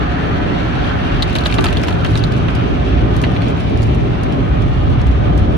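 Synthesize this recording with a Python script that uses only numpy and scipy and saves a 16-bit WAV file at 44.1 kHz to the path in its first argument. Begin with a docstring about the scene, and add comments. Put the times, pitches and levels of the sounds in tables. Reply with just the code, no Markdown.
"""A deep rumble and a steady spray, heard from a stereo pair inside a car rolling through an automatic wash.
Cloth brushes and machinery boom through the body and a pump whines faintly. Jets on both sides drum a
fine spray on the panels and slowly fall behind; now and then the rumble swells or a sheet of water
swishes. Close in front, fat drops of water and foam smack on the windscreen as the car passes under an
arch, then thin out to ticking droplets."""
import sys
import numpy as np
from scipy import signal
from scipy.fft import rfft, irfft, next_fast_len
from scipy.io import wavfile
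from scipy.ndimage import uniform_filter1d, map_coordinates

SR = 44100
rng = np.random.default_rng(int(sys.argv[2]) if len(sys.argv) > 2 else 0)


def wrap_up_sound(samples):
    """Save the sound to the file named by the first command line argument, as 16-bit audio."""
    columns = np.atleast_2d(samples).T
    # keep every value between -1 and 1, then stretch to whole-number steps
    tamed = np.clip(columns, -1, 1)
    steps = np.round(tamed * 32767).astype(np.int16)
    wavfile.write(sys.argv[1], SR, steps)


N = 245637

# Level curves, all around the car. Each row: time in seconds, relative level in dB.
PUMP_LEVEL = [(0, -29.5), (.5, -34), (1.0, -37), (1.5, -34), (2.0, -32), (2.4, -43), (2.9, -33), (3.6, -46),
              (4.6, -44), (5.1, -37), (5.57, -33)]
BOOM_LEVEL = [(0, -20.5), (0.5, -21), (1.3, -19.3), (1.7, -18.8), (2.3, -20), (3.3, -17), (3.6, -19),
              (4.3, -18), (4.7, -15.5), (5.1, -14.5), (5.57, -16.5)]  # the machinery
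DRUMMING_LEVEL = [(0, -19.5), (1.4, -21), (1.8, -20), (2.6, -19), (3.1, -18.5), (4.3, -19.5), (5.2, -20.5),
                  (5.57, -18)]  # cloth strips on the panels
PATTER_LEVEL = [(0, -46), (1.15, -55), (1.3, -27.5), (2.2, -29), (2.8, -49), (3.3, -36.5), (3.9, -33),
                (4.2, -38), (5.57, -38)]  # stray droplets on the windscreen
# The jets. Each row: time in seconds, relative levels in dB of wash on the panels and mist on the glass.
JET_LEVELS = [(0.0, -28, -37.5), (0.4, -28.5, -37), (0.67, -28.5, -35.5), (1.04, -27, -34.5),
              (1.39, -31.5, -36), (1.55, -29.5, -37), (1.77, -29.5, -35.5), (1.97, -30.5, -37.5),
              (2.23, -31.5, -37), (3.13, -30.5, -37.5), (3.35, -30.5, -37), (3.88, -31.5, -39.5),
              (4.3, -31.5, -40.5), (4.79, -32, -40), (5.57, -32.5, -41)]

# Spectra as heard in the cabin. Each row: frequency in Hz, relative spectral level in dB.
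BOOM_SPECTRUM = [(18, -36), (28, -29), (40, -12), (50, -1.5), (62, 2), (88, -3), (118, 0.5), (145, -12),
                 (220, -36.5), (400, -91)]
DRUMMING_SPECTRUM = [(80, -20), (125, -9), (160, 1), (205, -6), (265, -3), (340, -8.5), (420, -8.5),
                     (500, -15), (580, -10), (760, -17.5), (1100, -26), (2500, -75)]
ROOF_SPECTRUM = [(70, -46.5), (95, 13), (115, 12), (165, 9), (220, -46), (400, -120)]
WASH_SPECTRUM = [(250, -17.5), (500, -5), (760, 5), (1000, -0.5), (1220, 0.5), (1450, -5.5), (1750, -4.5),
                 (2050, -7), (2600, -14), (4000, -25), (8000, -56.5)]
DOOR_SPECTRUM = [(600, -30.5), (1000, -11.5), (1350, 2), (1750, 2.5), (2000, -6.5), (2450, -9), (3300, -26),
                 (4400, -15), (5200, -32), (6000, -61)]  # the nearest jet
MIST_SPECTRUM = [(1200, -33), (2300, 2), (3100, 1.5), (4100, -7.5), (5000, -14.5), (6300, -19.5),
                 (7400, -29), (10000, -31), (12000, -55.5), (14000, -40.5), (16000, -49)]
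SWISH_SPECTRUM = [(600, -28), (1000, -4), (1220, 8), (1500, 1.5), (1900, -4), (2400, 0), (4000, -14),
                  (7000, -42.5)]
SMACK_SPECTRUM = [(600, -16), (1800, -13), (2800, 6.5), (4200, 6), (5100, -11), (7000, -27), (12000, -62)]  # a drop hits the glass
THUD_SPECTRUM = [(120, -8.5), (350, -22.5), (600, 4.5), (950, 1.5), (1500, -2), (2200, -4), (3200, -2.5),
                 (6000, -50)]  # the pane answers
SPLASH_SPECTRUM = [(2000, -36.5), (4500, -1), (6500, 1), (7600, -5), (10000, -7), (12500, -17),
                   (14300, -15.5), (16000, -34.5)]  # the drop breaks up
DROPLET_SPECTRUM = [(2500, -9.5), (4500, 9), (6200, 3.5), (8000, -2.5), (10000, -0.5), (12500, -20),
                    (14200, -6), (16000, -20.5)]
# What the windscreen lets through of a plip. Each row: frequency in Hz, gain in dB.
GLASS_RESPONSE = [(1500, 5), (3000, -2.5), (4300, 3.5), (4700, 5.5), (5200, -12.5), (7000, -32)]
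# The body's rumble at the two microphones. Each row: frequency in Hz, left-right correlation.
BODY_CORRELATION = [(42, 1), (62, 0.42), (85, 0.42), (120, 0.48), (180, 0.89), (290, 0.64), (390, 0.24),
                    (500, -0.4), (750, -0.85)]
# The cabin's echo. Each row: frequency in Hz, seconds to die away by 60 dB.
CABIN_DECAY = [(200, 0.044), (1500, 0.068), (4000, 0.041), (12000, 0.026)]
# Panel resonances under the jets. Each row: centre in Hz, width in Hz, typical lift in dB.
PANEL_RESONANCES = [(574, 43, 5), (710, 36, 1), (964, 60, 3), (1212, 72, 5.5), (1490, 150, 3.5),
                    (1822, 86, 2.5), (2370, 30, 1), (2740, 70, 0.5)]
# The windscreen's low modes. Each row: frequency in Hz, relative level in dB, seconds to fall 60 dB.
WINDSCREEN_MODES = [(276, -10, 0.091), (353, 9.5, 0.17), (377, -7.5, 0.085), (885, -5, 0.059),
                    (1180, 2, 0.064)]

# Swells in the rumble. 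Each row: time of the peak in seconds, peak in dB, pitch in Hz, swell in seconds.
LOW_SWELLS = [(2.134, -8.5, 110, 0.02), (3.82, -11.5, 111, 0.1), (3.98, -13.5, 68, 0.04),
              (4.39, -16, 270, 0.028), (4.78, -14, 100, 0.059), (5.13, -10, 63, 0.065),
              (5.32, -9, 59, 0.041), (5.41, -11.5, 95, 0.049)]
# Water flung on the sides. Each row: time of the peak in seconds, rms level in dB, swell in seconds.
WATER_SHEETS = [(2.58, -31, 0.073), (4.2, -39.5, .08), (4.54, -36, 0.092), (4.99, -35.5, 0.053),
                (5.28, -33.5, 0.031), (5.4, -33, .025), (5.56, -37.5, 0.036)]
# Fine droplets. Each row: start in seconds, relative level in dB, treble tilt in dB per octave.
DROPLET_TICKS = [(1.2788, -39, 0), (1.2963, -37.5, 1), (1.3854, -33, 3.5), (1.453, -33, 3),
                 (1.513, -29.5, -2), (1.6085, -32, 0.5), (1.624, -35, -1), (1.677, -32.5, -2.5),
                 (1.701, -40, 0), (1.7275, -36, 7), (1.816, -36, 0.5), (1.831, -32.5, 1), (1.873, -33.5, 1),
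                 (1.8868, -29.5, 1), (2.011, -40, -2), (2.061, -33, -2.5), (2.092, -38.5, -2.5),
                 (2.109, -35, -1.5), (2.117, -36.5, 2.5), (2.141, -41, 0), (2.164, -32.5, 0),
                 (2.178, -34, 3.5), (2.321, -29.5, -1), (2.366, -36, 0), (2.3774, -38, 0),
                 (2.503, -38, -1.5), (2.551, -29.5, -2), (3.1646, -29.5, 3), (3.176, -41, -2),
                 (3.216, -27.5, 1.5), (3.2254, -32.5, 6), (3.318, -41.5, 2), (3.4195, -40, 3),
                 (3.4827, -36, 0), (3.492, -43, 1), (3.502, -44.5, 1), (3.601, -39, 6), (3.607, -42, 4.5),
                 (3.698, -42, 5), (3.7736, -33.5, -2), (3.82, -31.5, 0), (3.834, -37, 7), (3.87, -45, 7),
                 (3.948, -37, 2.5), (4.234, -30, -0.5), (4.3235, -33, -3.5), (4.62, -38.5, 1.5),
                 (4.8356, -43, 1), (4.90, -39, 1.5), (5.0146, -33, -4), (5.0687, -35.5, 9), (5.377, -31, 2)]
# Heavy blobs of foam. 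Each row: start in seconds, relative level in dB.
FOAM_BLOBS = [(1.587, -17.5), (1.655, -27)]
# Fat drops. Each row: start in seconds, relative plip, thud and splash levels in dB, plip pitch in Hz.
FAT_DROPS = [(0.8433, -19, -30, -51.5, 3320), (1.223, -5, -27, -30.5, 3890), (1.2262, -4.5, -28, -35, 3850),
             (1.3293, -22, -33, -42.5, 3600), (1.3532, -8, -14, -29.5, 3830), (1.362, -12, -26, -32, 2630),
             (1.3852, -12.5, -28, -39, 3890), (1.4368, -19.5, -40, -45, 3980),
             (1.4561, -11, -18, -39, 3600), (1.4595, -4.5, -10, -34.5, 3500),
             (1.4673, -20.5, -31.5, -32, 3950), (1.502, -14, -27, -50, 2540),
             (1.5243, -6.5, -26, -41, 2670), (1.5414, -13, -30, -32, 3000), (1.584, -11, -14, -41.5, 4010),
             (1.5921, -24, -29, -41, 3300), (1.608, -21, -34.5, -37, 3800), (1.6415, -5, -11, -25.5, 3350),
             (1.6567, -15, -11.5, -34, 2940), (1.6653, -12, -18, -41, 4330), (1.685, -14, -16, -38, 3160),
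             (1.727, -13, -20, -36.5, 2940), (1.7702, -6, -23, -38, 3390),
             (1.8354, -13, -20.5, -34.5, 2550), (1.8827, -8.5, -15, -37, 3000),
             (1.9072, -20, -19, -42, 2480), (1.927, -16, -26, -46, 3430), (2.0467, -17, -13, -37, 2690),
             (2.05, -23, -23.5, -51, 4330), (2.068, -19, -33, -45, 3820), (2.1545, -13, -17.5, -39, 3760),
             (2.175, -14, -37, -30.5, 3500), (2.1925, -24, -28, -45, 4360), (2.238, -10, -27, -38.5, 4000),
             (2.483, -23, -17, -46, 3000), (3.2379, -8.5, -19, -43, 2750), (3.2411, -8.5, -23, -54, 2000),
             (3.2488, -15, -25, -54, 2270), (3.3626, -14, -19, -52.5, 2190), (3.4192, -16, -27, -47, 2700),
             (3.8292, -28, -34, -38.5, 4570)]

MIC_LAG_S, MIC_TOP_HZ = .0005, 15750  # travel time between the microphones; their band limit
PUMP_HZ, PUMP_FLUTTER_SHARE, PUMP_FLUTTERS_PER_S = 712, 0.32, 14  # the share is of its power
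BOOM_SWAY_DB, DRUM_SWAY_DB, SWAYS_PER_S = 0.76, 1.26, 12  # the cloths press unevenly
THROB_DB, THROBS_PER_S = 1, 6  # the boom heaves as the brushes turn
ROOF_DB, ROOF_PASS_S, ROOF_SWELL_S = -19.5, 2.27, 0.5
CONVEYOR_M_PER_S, DOOR_PASS_S, DOOR_DISTANCE_M = 0.4, 0.64, 0.54  # the nearest jet's pass
DOOR_DB, DOOR_FADE_DB = -32.5, 8  # that jet at its closest; loss per doubling of distance
PLIP_RISE_S, PLIP_SHARPNESS = 0.0007, 3.2  # sharper = more compact
DASHBOARD_ECHO_S, DASHBOARD_ECHO_DB = .0034, -18
FRAGMENT_FLIGHT_S, FRAGMENT_DB = 0.0087, -5  # bits thrown off a drop: mean flight, gain


def amp(db):
    """Decibels to gain."""
    return 10 ** (np.asarray(db) / 20)


def unit(x):
    """x at rms 1."""
    return x / np.sqrt(np.mean(x ** 2) + 1e-20)


def along(points, hz):
    """Interpolate (Hz, value) points on a log frequency axis."""
    knots_hz, values = np.transpose(points)
    return np.interp(np.log(hz + 1), np.log(knots_hz + 1), values)


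def curves(rows):
    """One value per sample for each column after the time."""
    times, *columns = np.transpose(rows)
    return [np.interp(np.arange(N) / SR, times, column) for column in columns]


def wobble(rate):
    """A smooth random curve, rate knots a second."""
    return map_coordinates(rng.standard_normal(int(N * rate / SR) + 4), [np.arange(N) * rate / SR])


def filtered(x, response):
    """x through a response given as a function of frequency."""
    size = next_fast_len(N + SR // 2)
    return irfft(rfft(x, size) * response(np.fft.rfftfreq(size, 1 / SR)), size)[..., :N]


def struck(x, spectrum, size=2048):
    """x strikes a surface with this spectrum: a minimum-phase filter, ringing only after each hit."""
    cepstrum = irfft(np.log(amp(along(spectrum, np.fft.rfftfreq(size, 1 / SR)))))
    cepstrum[1:size // 2] *= 2
    cepstrum[size // 2 + 1:] = 0
    ring = irfft(np.exp(rfft(cepstrum)))
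    return signal.fftconvolve(x, ring[None], axes=1)[:, :x.shape[1]]


def add(track, start, sound):
    """Mix a stereo sound in, start in seconds."""
    span = track[:, max(round(start * SR), 0):][:, :sound.shape[1]]
    span += sound[:, :span.shape[1]]


def cabin(x):
    """The short, padded echo of the car's interior."""
    hz, t, spectra = signal.stft(rng.standard_normal((2, SR // 5)), SR, nperseg=256)
    tail = signal.istft(spectra * amp(-60 * t / along(CABIN_DECAY, hz)[:, None]), SR, nperseg=256)[1]
    tail = np.pad(tail / np.linalg.norm(tail[0]), ((0, 0), (SR // 400, 0)))  # trip to the nearest surface
    return signal.fftconvolve(x, tail, axes=1)[:, :N]


def pump():
    """A faint, fluttering whine that reaches the two microphones out of phase."""
    phase = 2 * np.pi * np.cumsum(PUMP_HZ + wobble(11)) / SR
    jitter = wobble(PUMP_FLUTTERS_PER_S) + 1j * wobble(PUMP_FLUTTERS_PER_S)
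    flutter = np.sqrt(1 - PUMP_FLUTTER_SHARE) + np.sqrt(PUMP_FLUTTER_SHARE / 2) * jitter
    return amp(curves(PUMP_LEVEL)[0] + 1) * np.real(flutter * np.exp(1j * np.array([phase, phase + 2])))


def body_noise(spectrum):
    """The car body's rumble at rms 1, alike at both microphones in the bass."""
    def mid_side_gains(hz):
        angle = np.arccos(along(BODY_CORRELATION, hz)) / 2
        return amp(along(spectrum, hz)) * [np.cos(angle), np.sin(angle)]
    mid, side = filtered(rng.standard_normal((2, N)), mid_side_gains)
    # many cloths beat at once, so the power stays even from moment to moment
    power = uniform_filter1d(uniform_filter1d(mid ** 2 + side ** 2, SR // 14), SR // 14)
    return np.array([mid + side, mid - side]) / np.sqrt(np.abs(power) + 1e-20)


def brushes():
    """Machinery booms, cloth strips drum on the panels, and the roof drones as they sweep overhead."""
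    heave_db = BOOM_SWAY_DB * wobble(SWAYS_PER_S) + THROB_DB * wobble(THROBS_PER_S)
    boom = amp(curves(BOOM_LEVEL)[0] + 1.95 + heave_db) * body_noise(BOOM_SPECTRUM)
    sway_db = DRUM_SWAY_DB * wobble(SWAYS_PER_S)
    drumming = amp(curves(DRUMMING_LEVEL)[0] + 0.86 + sway_db) * body_noise(DRUMMING_SPECTRUM)
    overhead = 1 / (1 + ((np.arange(N) / SR - ROOF_PASS_S) / ROOF_SWELL_S) ** 2)
    roof = amp(ROOF_DB) * overhead * body_noise(ROOF_SPECTRUM)
    return (boom + drumming + roof) * amp([[-.4], [.4]])


def low_swells():
    """Brief low swells and throbs in the rumble, each on one note."""
    out, t = np.zeros(N), np.arange(N) / SR
    for peak_s, db, hz, swell_s in LOW_SWELLS:
        note = np.sin(2 * np.pi * hz * t + 0.1 * wobble(30))
        out += amp(db) * np.exp(-((t - peak_s) / swell_s) ** 2) * note
    return out


def impacts(rate, spread_db):
    """Two trains of random impulses of uneven size, rate a second each."""
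    sizes = amp(spread_db * np.minimum(rng.standard_normal((2, N)), 2))
    hits = rng.random((2, N)) < rate / SR
    return unit(hits * rng.choice([-1, 1], (2, N)) * sizes)


def shower(spectrum, rate, spread_db, direct):
    """Water hits all around; the direct share, from left and right, reaches the far microphone late."""
    sides, around = impacts(rate, spread_db), impacts(rate, spread_db)
    late = np.roll(sides[::-1], round(MIC_LAG_S * SR), axis=1)
    landings = np.sqrt(direct / 2) * (sides + late) + np.sqrt(1 - direct) * around
    return unit(struck(landings, spectrum))


def door_jet_db():
    """The nearest jet passes the doors and fades with distance as the car rolls on."""
    rolled_m = CONVEYOR_M_PER_S * (np.arange(N) / SR - DOOR_PASS_S)
    return DOOR_DB - DOOR_FADE_DB * np.log2(np.hypot(1, rolled_m / DOOR_DISTANCE_M))


def jet_sweep(x, patchy_db):
    """The colour shifts in passing patches as the jets sweep from panel to panel."""
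    spectra = signal.stft(x, nperseg=1024)[2]
    patches = uniform_filter1d(rng.standard_normal(spectra.shape[1:]), size=4, axis=0)
    patches = uniform_filter1d(patches, size=12, axis=1)
    return signal.istft(spectra * amp(patchy_db * unit(patches)), nperseg=1024)[1][:, :N]


def panels(x, wander):
    """Each panel resonance colours the spray more or less as the jets move over it."""
    out = x
    for centre, width, db in PANEL_RESONANCES:
        band = filtered(x, lambda hz: amp(db / (1 + (2 * (hz - centre) / width) ** 2)) - 1)
        out = out + band * np.clip(1 + wander * wobble(4.12), 0, 2)
    return out


def spray():
    """Thousands of tiny impacts a second just outside: dull on the panels, brighter on the glass."""
    wash_db, mist_db = curves(JET_LEVELS)
    surge = wobble(21.95)
    wash = shower(WASH_SPECTRUM, rate=5000, spread_db=1.5, direct=0.3)
    door = shower(DOOR_SPECTRUM, rate=7000, spread_db=4.5, direct=0.67)
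    mist = shower(MIST_SPECTRUM, rate=1500, spread_db=0, direct=0.25)
    jets = amp(wash_db - 0.28 + 0.39 * surge) * wash + amp(door_jet_db()) * door
    jets += amp(mist_db + 2.5 + 0.5 * surge + 0.93 * wobble(40)) * mist
    inside = jets + amp(-8.5) * cabin(jets)
    return panels(jet_sweep(inside, patchy_db=1.1), wander=0.45)


def swishes():
    """The brushes fling sheets of water along the sides in short surges."""
    t = np.arange(N) / SR
    flow = sum(amp(db) * np.exp(-((t - peak_s) / swell_s) ** 2) for peak_s, db, swell_s in WATER_SHEETS)
    return flow * shower(SWISH_SPECTRUM, rate=3500, spread_db=10.5, direct=0.3)


def patter():
    """Stray droplets land on the windscreen at random: a few smack, many only prickle, in clumps."""
    smacks = shower(SMACK_SPECTRUM, rate=27, spread_db=4, direct=1)
    prickle = shower(DROPLET_SPECTRUM, rate=100, spread_db=5, direct=0.5)
    clumped = unit(prickle * amp(2.7 * wobble(25)))
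    return amp(curves(PATTER_LEVEL)[0]) * (amp(-19) * smacks + amp(-24) * clumped)


def burst(spectrum, t60, alike, rise, size=4096):
    """Stereo noise peaking near 1 that swells as the water flattens and dies in t60 seconds."""
    t = np.arange(size) / SR
    shared = np.sqrt(alike) * rng.standard_normal(size)
    noise = shared + np.sqrt(1 - alike) * rng.standard_normal((2, size))
    hit = struck(noise * amp(-60 * t / t60) * (1 - np.exp(-t / rise)), spectrum)
    return hit / np.mean(np.max(np.abs(hit), axis=1))


def fragments(db, count):
    """The bits thrown off by a drop land one by one just after it."""
    out = np.zeros((2, 8192))
    for delay, scatter_db in zip(rng.exponential(FRAGMENT_FLIGHT_S, count), rng.normal(0, 3.6, count)):
        landing = burst(DROPLET_SPECTRUM, t60=0.006, alike=0.39, rise=.0005, size=1024)
        add(out, delay, amp(db + FRAGMENT_DB + scatter_db) * landing)
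    return out


def ticks():
    """Fine droplets tick with a short splash and a few bits, some bright, some duller."""
    out = np.zeros((2, N))
    for start, db, tilt in DROPLET_TICKS:
        colour = [(hz, level + tilt * np.log2(hz)) for hz, level in DROPLET_SPECTRUM]
        splash = amp(db + 4.5) * burst(colour, t60=0.0069, alike=0.25, rise=0.00098)
        add(out, start, splash * amp([[-1.3], [1.3]]))
        add(out, start, fragments(db - 5, count=3))
    return out


def blobs():
    """A heavy blob of foam sets the whole windscreen ringing."""
    out, t = np.zeros((2, N)), np.arange(SR // 4) / SR
    for start, db in FOAM_BLOBS:
        ring = sum(amp(level - 60 * t / t60) * np.sin(2 * np.pi * hz * t + rng.normal(0, 0.69, (2, 1)))
                   for hz, level, t60 in WINDSCREEN_MODES)
        add(out, start, amp(db) * ring * (1 - np.exp(-t / 0.0003)))
    return out


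def drops():
    """Close in front, each fat drop smacks with a plip of a few cycles, thuds in the pane and splashes."""
    out, plips, t = np.zeros((2, N)), np.zeros((2, N)), np.arange(4096) / SR
    swell = (t / PLIP_RISE_S * np.exp(1 - t / PLIP_RISE_S)) ** PLIP_SHARPNESS
    for start, plip_db, thud_db, splash_db, hz in FAT_DROPS:
        plip = amp(plip_db - 3.5) * swell * np.sin(2 * np.pi * hz * t + rng.normal(0, 0.33, (2, 1)))
        crack = amp(plip_db - 10.5) * burst(SMACK_SPECTRUM, t60=0.012, alike=0.45, rise=.0005)
        thud = amp(thud_db + 2.5) * burst(THUD_SPECTRUM, t60=0.021, alike=0.18, rise=0.0031)
        splat = burst(SPLASH_SPECTRUM, t60=0.0054, alike=0.22, rise=.001)
        fizz = burst(SPLASH_SPECTRUM, t60=0.034, alike=0.36, rise=0.004)
        splash = amp(splash_db + 10.5) * (splat + 0.16 * fizz)
        pan_db = rng.normal(0.8, 1.3)
        add(plips, start, (plip + crack) * amp([[pan_db / 2], [-pan_db / 2]]))
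        add(plips, start + DASHBOARD_ECHO_S, amp(DASHBOARD_ECHO_DB) * plip * rng.choice([-1, 1]))
        add(out, start, thud + splash * amp([[-1.8], [1.8]]))
        add(out, start, fragments(splash_db + 4, count=5))
    return out + struck(plips, GLASS_RESPONSE)


def scene():
    """From inside the car: water close on the windscreen, spray at the sides, machinery all around."""
    water = drops() + ticks() + patter()
    windscreen = water + amp(-6) * cabin(water) + blobs()
    return windscreen + spray() + swishes() + brushes() + low_swells() + pump()


def record(dry):
    """The microphones round off the highest peaks and keep nothing above their band limit."""
    rounded = dry / (1 + np.abs(dry) ** 8) ** (1 / 8)
    return filtered(rounded, lambda hz: hz < MIC_TOP_HZ)


dry = scene()
out = record(dry)
wrap_up_sound(out)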